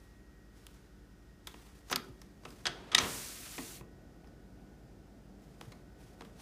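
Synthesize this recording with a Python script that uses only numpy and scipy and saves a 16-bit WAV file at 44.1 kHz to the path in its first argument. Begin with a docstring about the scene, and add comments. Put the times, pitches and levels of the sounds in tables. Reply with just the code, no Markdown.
"""Opening a sash window

A vinyl sash window is worked by hand in a small room, heard close up and in mono. The latch clicks and
the sash knocks free: each impact excites the resonances of frame, glass and room. Friction gives the
rest of the motion its sound: the sash shudders, its brush seal hisses along the track, and it bumps to
rest. Light ticks of the frame follow. Behind it an appliance hums and distant traffic murmurs."""
import sys
import numpy as np
from scipy import signal
from scipy.fft import rfft, irfft
from scipy.io import wavfile

SR = 44100
rng = np.random.default_rng(int(sys.argv[2]) if len(sys.argv) > 2 else 0)


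def waveform_to_disk(signal):
    """Save audio, clipped to [-1, 1], as 16-bit WAV at the path in sys.argv[1]."""
    frames = np.transpose(np.atleast_2d(signal))
    scaled = np.clip(frames, -1, 1) * 32767
    samples = np.round(scaled).astype(np.int16)
    wavfile.write(sys.argv[1], SR, samples)


N = 282681
TIME = np.arange(N) / SR

# noise spectra, each (frequency [Hz], relative spectral density [dB])
AIR_SPECTRUM = [(50, 3), (100, 2.5), (200, 0.5), (260, -6), (350, -4), (600, -14.5), (1100, -19.5),
                (1450, -16.5), (2400, -24), (4200, -27.5), (5300, -26), (6700, -29), (9000, -32.5),
                (15000, -36)]   # still room air
TRAFFIC_SPECTRUM = [(90, -2), (200, 1), (300, -4.5), (500, -11), (720, -10), (900, -19.5), (1200, -35)]   # distant traffic
RUB_SPECTRUM = [(800, 4), (2500, -1.5), (6000, -3), (10500, -7), (12500, -9.5), (15000, -11)]   # light rubs and the closing burst
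BOLT_SPECTRUM = [(200, 5.5), (400, 4.5), (850, 5), (1800, 0.5), (4000, -6.5), (10000, -7.5), (15000, -8)]   # latch bolt in its slot
CREEP_SPECTRUM = [(300, 6.5), (480, 6), (800, 3.5), (1500, -3), (3400, -6.5), (7000, -19)]   # tight sash giving way
SHUDDER_SPECTRUM = [(60, -3), (180, 3), (400, 2), (600, -6), (1000, -0.5), (2000, -7), (4000, -18.5)]   # loose sash shaking
SCRAPE_SPECTRUM = [(400, -7), (800, -1.5), (1300, 3), (2600, 3.5), (4500, 2), (7000, -13.5)]   # sash on its track
BRISTLE_SPECTRUM = [(3000, -7), (4500, -3.5), (7000, -1), (10000, -1.5), (12500, -3.5), (15000, -6)]   # brush seal
# motor and mains hum: (frequency [Hz], rms level [dB])
HUM_PARTIALS = [(48.5, -62.5), (59.3, -64.5), (147, -78), (195, -70), (294.5, -70.5), (365.5, -74.5),
                (414, -81.5), (472, -81.5), (1302, -85.5), (1833, -87), (5028, -91), (12532, -99.5)]
# spells of whining: (start [s], end [s], frequency [Hz], rms level [dB])
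WHINE_SPELLS = [(0, 0.419, 1895, -74.5), (1.2, 2.401, 1885, -78.5), (3.501, 3.922, 1895, -77.5),
                (5.902, 6.4, 1898, -81.5), (.6, 1.05, 1477, -79.5), (3.7, 4.7, 1477, -78),
                (5.802, 6.302, 1486, -77.5)]
# gain of the reverberation: (frequency [Hz], gain [dB])
REVERB_GAIN = [(100, 4.5), (300, 7.5), (600, -7.5), (1300, -5.5), (3300, -10), (6000, -14.5),
               (14000, -12.5)]
# reverberation time: (frequency [Hz], time to fall 60 dB [s])
REVERB_T60 = [(100, 0.22), (400, 0.92), (1500, 0.27), (4000, 0.38), (8000, 0.2), (14000, 0.277)]
# light rubs of hand and sleeve; the last row is a brief burst of noise at the very end:
# (start [s], end [s], level [dB])
LIGHT_RUBS = [(0, 0.067, -72.5), (0.568, 0.762, -68.5), (1.48, 1.655, -64), (1.77, 1.777, -71.5),
              (1.884, 2.03, -65.5), (2.217, 2.23, -72), (2.454, 2.638, -64), (5.42, 5.559, -74),
              (5.623, 5.652, -65.5), (6.005, 6.08, -67.5), (6.21, 6.254, -72), (6.409, 6.41, -54)]
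# long, faint modes of the glass: (frequency [Hz], bandwidth [Hz], gain [dB])
GLASS_MODES = [(335, 8, 9), (455, 5, 15), (717, 7, 3), (985, 9, -2), (1315, 12, -6), (1883, 12, -5),
               (3333, 14, -6)]
# soft bumps of the pane: (time [s], level [dB], frequency [Hz], time to fall 60 dB [s])
PANE_BUMPS = [(2.098, -40.5, 117, 0.08), (3.029, -34.5, 77.6, 0.078), (3.59, -36, 275, 0.1),
              (3.812, -37.5, 136, 0.063), (5.678, -36, 115, 0.068)]
# resonances and dips of the hollow frame: (frequency [Hz], bandwidth [Hz], gain [dB])
FRAME_RESONANCES = [(1320, 150, 3), (1920, 180, 3), (2310, 150, 2), (3330, 140, 3.5), (3720, 200, 2.5),
                    (4400, 300, -3), (5000, 220, 3), (5650, 400, -3), (6450, 300, 2.5), (8200, 500, 3)]
# thud, knock, clack, crack and snap bands of an impact: (lower edge [Hz], upper edge [Hz])
IMPACT_BANDS = [(120, 600), (600, 1200), (1200, 2600), (2600, 6500), (6500, 14500)]
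# band balance of a firm knock and a light tick: (thud [dB], knock [dB], clack [dB], crack [dB], snap [dB])
FIRM_BALANCE = (-6, -1, 2, 1.5, -16)
LIGHT_BALANCE = (0.5, 2, -1, -4, -14)
# a harder contact trades thud for snap: (change in each band [dB per dB of hardness])
TILT_PER_HARDNESS = (-1.27, -0.78, 0, 1.11, 2)
# knocks and ticks of latch, sash and frame:
# (time [s], strength [dB], hardness [dB], lower ring [Hz], upper ring [Hz], chatter time [s])
IMPACTS = [(0.6664, -25, 6.5, 1500, 3050, 0.0017), (1.4705, -12, 3.5, 1000, 3550, .005),
           (1.541, -19.5, -3.5, 1040, 2780, 0.0022), (1.8985, -11.5, -0.5, 1500, 5970, 0.0059),
           (1.9263, 2.5, -2.6, 1370, 1760, .004), (1.9351, -7, -5.5, 1000, 1500, 0.0032),
           (1.9593, -7.5, 8.5, 1190, 4600, 0.00038), (1.9619, -4, -3, 950, 4560, 0.0023),
           (2.216, -22, 1.8, 1880, 5570, 0.0037), (2.434, -27, -4, 1000, 4540, 0.0037),
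           (2.451, -11.5, -3.5, 1310, 2600, 0.0041), (2.504, -26, 3, 1500, 5100, .003),
           (2.6544, -.5, -0.5, 1582, 3290, 0.0065), (2.6673, 0.5, 0.74, 1530, 4620, 0.0022),
           (2.671, -4.5, .3, 1618, 3230, .0055), (2.9168, -7.5, -1, 1240, 3345, 0.008),
           (2.929, -7.5, -4.5, 1300, 3000, 0.0083), (2.9466, 5, 1.5, 1180, 3280, 0.0049),
           (2.9486, 9, 3.5, 1910, 3700, 0.002), (2.981, 4.5, 1, 2300, 4170, 0.003),
           (2.985, 2, 3, 1090, 5800, .003), (2.998, -1.5, -3, 730, 3230, 0.01),
           (3.0337, -5.5, -2.5, 1010, 2760, 0.012), (3.5799, -7.5, -5.5, 1930, 2460, 0.0057),
           (3.809, -22.5, -8, 1050, 2705, 0.0039), (4.243, -29, -8, 750, 2700, .004),
           (4.272, -32, 0, 1490, 5030, .0063), (5.6106, -13.5, -1.3, 800, 2960, 0.0021),
           (5.719, -19.5, -1.5, 2190, 4220, 0.0058), (6.208, -15.5, -3.5, 910, 4130, 0.0023),
           (6.218, -19, -3, 1520, 3000, .004), (6.248, -24, -0.5, 1510, 3030, .0087)]
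# speed of the sash, as the level of its hiss: (time [s], relative level [dB])
SASH_SPEED = [(3.03, -48), (3.152, -46.5), (3.378, -51.5), (3.702, -52), (3.766, -54.5), (3.824, -69),
              (3.86, -75.5)]


def from_db(db):
    """Amplitude ratio of a level in decibels."""
    return 10 ** (np.asarray(db) / 20)


def at_hz(curve, hz):
    """Interpolation on a logarithmic frequency axis."""
    frequencies, values = np.transpose(curve)
    return np.interp(np.log(hz), np.log(frequencies), values)


def band(x, low, high, order=2):
    """Butterworth band-pass filtering, with edges in hertz."""
    sections = signal.butter(order, [low, min(high, .47 * SR)], "band", fs=SR, output="sos")
    return signal.sosfilt(sections, x)


def resonance(x, hz, width, db):
    """A second-order resonance lifts or hollows one region of the spectrum."""
    cosine, gain = np.cos(2 * np.pi * hz / SR), from_db(db)
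    k = np.pi * width / SR
    return signal.lfilter([1 + k * gain, -2 * cosine, 1 - k * gain], [1 + k, -2 * cosine, 1 - k], x)


def unit_rms(x):
    """Normalisation to unit power."""
    return x / np.sqrt(np.mean(x ** 2) + 1e-20)


def noise(spectrum):
    """Spectral shaping of white noise, at unit power and rolled off beyond the ends of the table."""
    hz = np.arange(N // 2 + 1) * SR / N + 0.00088
    low, high = spectrum[0][0], spectrum[-1][0]
    roll_off = 1 / np.sqrt((1 + (.8 * low / hz) ** 8) * (1 + (.8 * hz / high) ** 8))
    white = rfft(rng.standard_normal(N))
    return unit_rms(irfft(white * from_db(at_hz(spectrum, hz)) * roll_off, N))


def drift(rate_hz):
    """Random modulation: Gaussian values joined by straight lines."""
    return np.interp(TIME * rate_hz, np.arange(4096), rng.standard_normal(4096))


def friction(spectrum, db, grain_db, grain_hz):
    """Uneven rubbing contact gives noise whose level fluctuates at random."""
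    return from_db(db + grain_db * drift(grain_hz)) * noise(spectrum)


def swell(start_s, end_s, rise_s, fall_s):
    """Exponential growth and decay about a hold; rise and fall are the times for 60 dB."""
    away = np.maximum(start_s - TIME, 0) / rise_s + np.maximum(TIME - end_s, 0) / fall_s
    return from_db(-60 * np.minimum(away, 3))


def tone(hz):
    """A sinusoid of unit power with slight random phase modulation."""
    return np.sqrt(2) * np.sin(2 * np.pi * (hz * TIME + rng.random()) + .12 * drift(4))


def air_and_traffic(air_db=-60.5, traffic_rise_s=(1.95, 2.9), traffic_db=(-69.5, -58.5)):
    """Ambient noise: over steady air, distant traffic swells while latch and sash are worked loose."""
    air = from_db(air_db) * noise(AIR_SPECTRUM)
    traffic = from_db(np.interp(TIME, traffic_rise_s, traffic_db)) * noise(TRAFFIC_SPECTRUM)
    return air + traffic


def appliance():
    """Superposed tones: a motor beats against the mains hum."""
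    return sum(from_db(db) * tone(hz) for hz, db in HUM_PARTIALS)


def whines(fade_s=2.5):
    """Slow amplitude modulation: two faint whines swell and fade across the room."""
    return sum(from_db(db) * swell(start, end, fade_s, fade_s) * tone(hz)
               for start, end, hz, db in WHINE_SPELLS)


def room(x, first_echo_s=0.0017, build_s=0.0059):
    """Reverberation: a diffuse field builds after the first echo and lasts longest in the low middle."""
    t, response = TIME[:SR], 0
    onset = 1 - np.exp(-np.maximum(t - first_echo_s, 0) / build_s)
    edges = np.geomspace(60, 16000, 13)
    for low, high in zip(edges, edges[1:]):
        hz = np.sqrt(low * high)
        decay = from_db(-60 * t / at_hz(REVERB_T60, hz))
        tail = band(rng.standard_normal(SR), low, high, order=3) * onset * decay
        gain = from_db(at_hz(REVERB_GAIN, hz)) * np.sqrt(2 * (high - low) / SR)
        response = response + gain * tail / np.linalg.norm(tail)
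    return signal.fftconvolve(x, response)[:N]


def rubs():
    """Light friction of hand and sleeve; a brief burst of the same noise sounds at the very end."""
    envelope = sum(from_db(db) * swell(start, end, rise_s=.14, fall_s=.74)
                   for start, end, db in LIGHT_RUBS)
    return envelope * friction(RUB_SPECTRUM, db=0, grain_db=2, grain_hz=90)


def glass(blows):
    """Modal resonance: the glass rings on faintly after each blow."""
    ringing = 0
    for hz, width, db in GLASS_MODES:
        radius = np.exp(-np.pi * width / SR)
        poles = [1, -2 * radius * np.cos(2 * np.pi * hz / SR), radius ** 2]
        ringing += from_db(db) * signal.lfilter([1 - radius, 0, radius - 1], poles, blows + 1e-18)
    return ringing


def pane(rise_s=0.002):
    """Damped free vibration: the heavy pane swings briefly after a push."""
    bumps = 0
    for start, db, hz, t60 in PANE_BUMPS:
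        t = np.maximum(TIME - start, 0)
        envelope = from_db(db - 60 * np.minimum(t / t60, 3)) * (1 - np.exp(-t / rise_s))
        bumps = bumps + envelope * np.sin(2 * np.pi * hz * t)
    return bumps


def bolt(spread_db=-13):
    """Dry friction: the latch bolt rasps in its slot. Rows: direct sound, feed to glass and room."""
    envelope = swell(1.9125, 1.92, rise_s=.011, fall_s=.04)
    rasp = envelope * friction(BOLT_SPECTRUM, db=-33.5, grain_db=3, grain_hz=900)
    return np.array([rasp, rasp * from_db(spread_db)])


def creep():
    """Frictional creep: the tight sash grinds dully as it starts to give under the push."""
    envelope = swell(2.7, 2.92, rise_s=.11, fall_s=.091)
    return envelope * friction(CREEP_SPECTRUM, db=-55.5, grain_db=1.5, grain_hz=150)


def shudder():
    """Intermittent contact: the loose sash rattles in the frame as it comes free."""
    envelope = swell(2.99, 3.068, rise_s=.04, fall_s=.64)
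    return envelope * friction(SHUDDER_SPECTRUM, db=-41, grain_db=1.5, grain_hz=110)


def chatter_force(decay_s, rise_s=.0002, settle=.04, settle_s=.012, uneven_db=3):
    """Broadband excitation: a dying burst of uneven micro-collisions has a nearly flat spectrum."""
    t = TIME[:4096]
    envelope = (np.exp(-t / decay_s) + settle * np.exp(-t / settle_s)) * (1 - np.exp(-t / rise_s))
    collisions = rng.standard_normal(len(t)) * from_db(uneven_db * rng.standard_normal(len(t)))
    spectrum = rfft(collisions * envelope)
    whitened = irfft(spectrum / (np.abs(spectrum) + 1e-12))
    return whitened * np.minimum(1, 2 * np.sqrt(envelope))


def impact(levels_db, lower_hz, upper_hz, chatter_s, low_stretch=1.61):
    """A blow excites resonances of frame and struck part; lows die last, a soft contact loses treble."""
    crack_db, snap_db = levels_db[-2:]
    cutoff_hz = np.clip(9200 * from_db((snap_db - crack_db + 16.5) / 2), 3000, 18000)
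    softness = signal.butter(4, cutoff_hz, fs=SR, output="sos")
    struck_part = [(lower_hz, 260, 9.5), (upper_hz, 400, 11.5)]   # columns as for the frame
    blow = 0
    for db, (low, high) in zip(levels_db, IMPACT_BANDS):
        force = chatter_force(chatter_s * (low_stretch if high <= 1200 else 1))
        body = signal.sosfilt(softness, band(force, low, high, order=5))
        for hz, width, gain_db in FRAME_RESONANCES + struck_part:
            body = resonance(body, hz, width, gain_db)
        gain = from_db(db) * np.sqrt(2 * (high - low) / SR)
        blow = blow + gain * body / np.linalg.norm(body)
    return blow


def knocks(light_to_firm_db=(-13.5, -5.5), usual_chatter_s=.0036):
    """Impacts, coloured by strength and hardness. Rows: direct sound, feed to glass and room."""
    paths = np.zeros((2, N))
    for start, db, hardness_db, lower_hz, upper_hz, chatter_s in IMPACTS:
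        at = int(start * SR)
        firmness = np.interp(db, light_to_firm_db, (0, 1))
        balance_db = firmness * np.array(FIRM_BALANCE) + (1 - firmness) * np.array(LIGHT_BALANCE)
        levels_db = db + balance_db + hardness_db * np.array(TILT_PER_HARDNESS)
        blow = impact(levels_db, lower_hz, upper_hz, chatter_s)[:N - at]
        spread_db = -1 + 2 * np.log2(chatter_s / usual_chatter_s)   # long chatter shakes more window
        paths[:, at:at + len(blow)] += [blow, blow * from_db(spread_db)]
    return paths


def slide(swish_db=-1.5, swish_growth=.9, squeak_db=-58, squeak_at_s=3.45):
    """Sliding friction grows with speed: seal bristles hiss and the track scrapes, squeaking once."""
    times, speed_db = np.transpose(SASH_SPEED)
    speed = from_db(np.interp(TIME, times, speed_db)) * swell(3.01, 3.81, rise_s=.1206, fall_s=.14)
    hiss = friction(BRISTLE_SPECTRUM, db=1, grain_db=1, grain_hz=360)
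    swish_gain = from_db(swish_db) * (speed / speed.max()) ** swish_growth
    swish = swish_gain * unit_rms(band(rng.standard_normal(N), 5000, 9200))
    scrape = friction(SCRAPE_SPECTRUM, db=-4, grain_db=2, grain_hz=150)
    squeak_gain = from_db(squeak_db) * np.exp(-((TIME - squeak_at_s) / 0.02) ** 2)
    squeak = squeak_gain * unit_rms(band(rng.standard_normal(N), 2480, 2520))
    return speed * (hiss + swish + scrape) + squeak


def scene():
    """Superposition of window, reverberation and background, alike in both channels."""
    direct, spread = knocks() + bolt()
    blows = direct + glass(spread) + room(spread) + pane()
    rubbing = creep() + slide() + shudder() + rubs()
    background = air_and_traffic() + appliance() + whines()
    mono = blows + rubbing + background
    return np.array([mono, mono])


def record(dry, cutoff_hz=15400):
    """Band limiting: a steep elliptic low-pass removes the highest treble."""
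    return signal.sosfilt(signal.ellip(10, .2, 70, cutoff_hz, fs=SR, output="sos"), dry)


dry = scene()
out = record(dry)
waveform_to_disk(out)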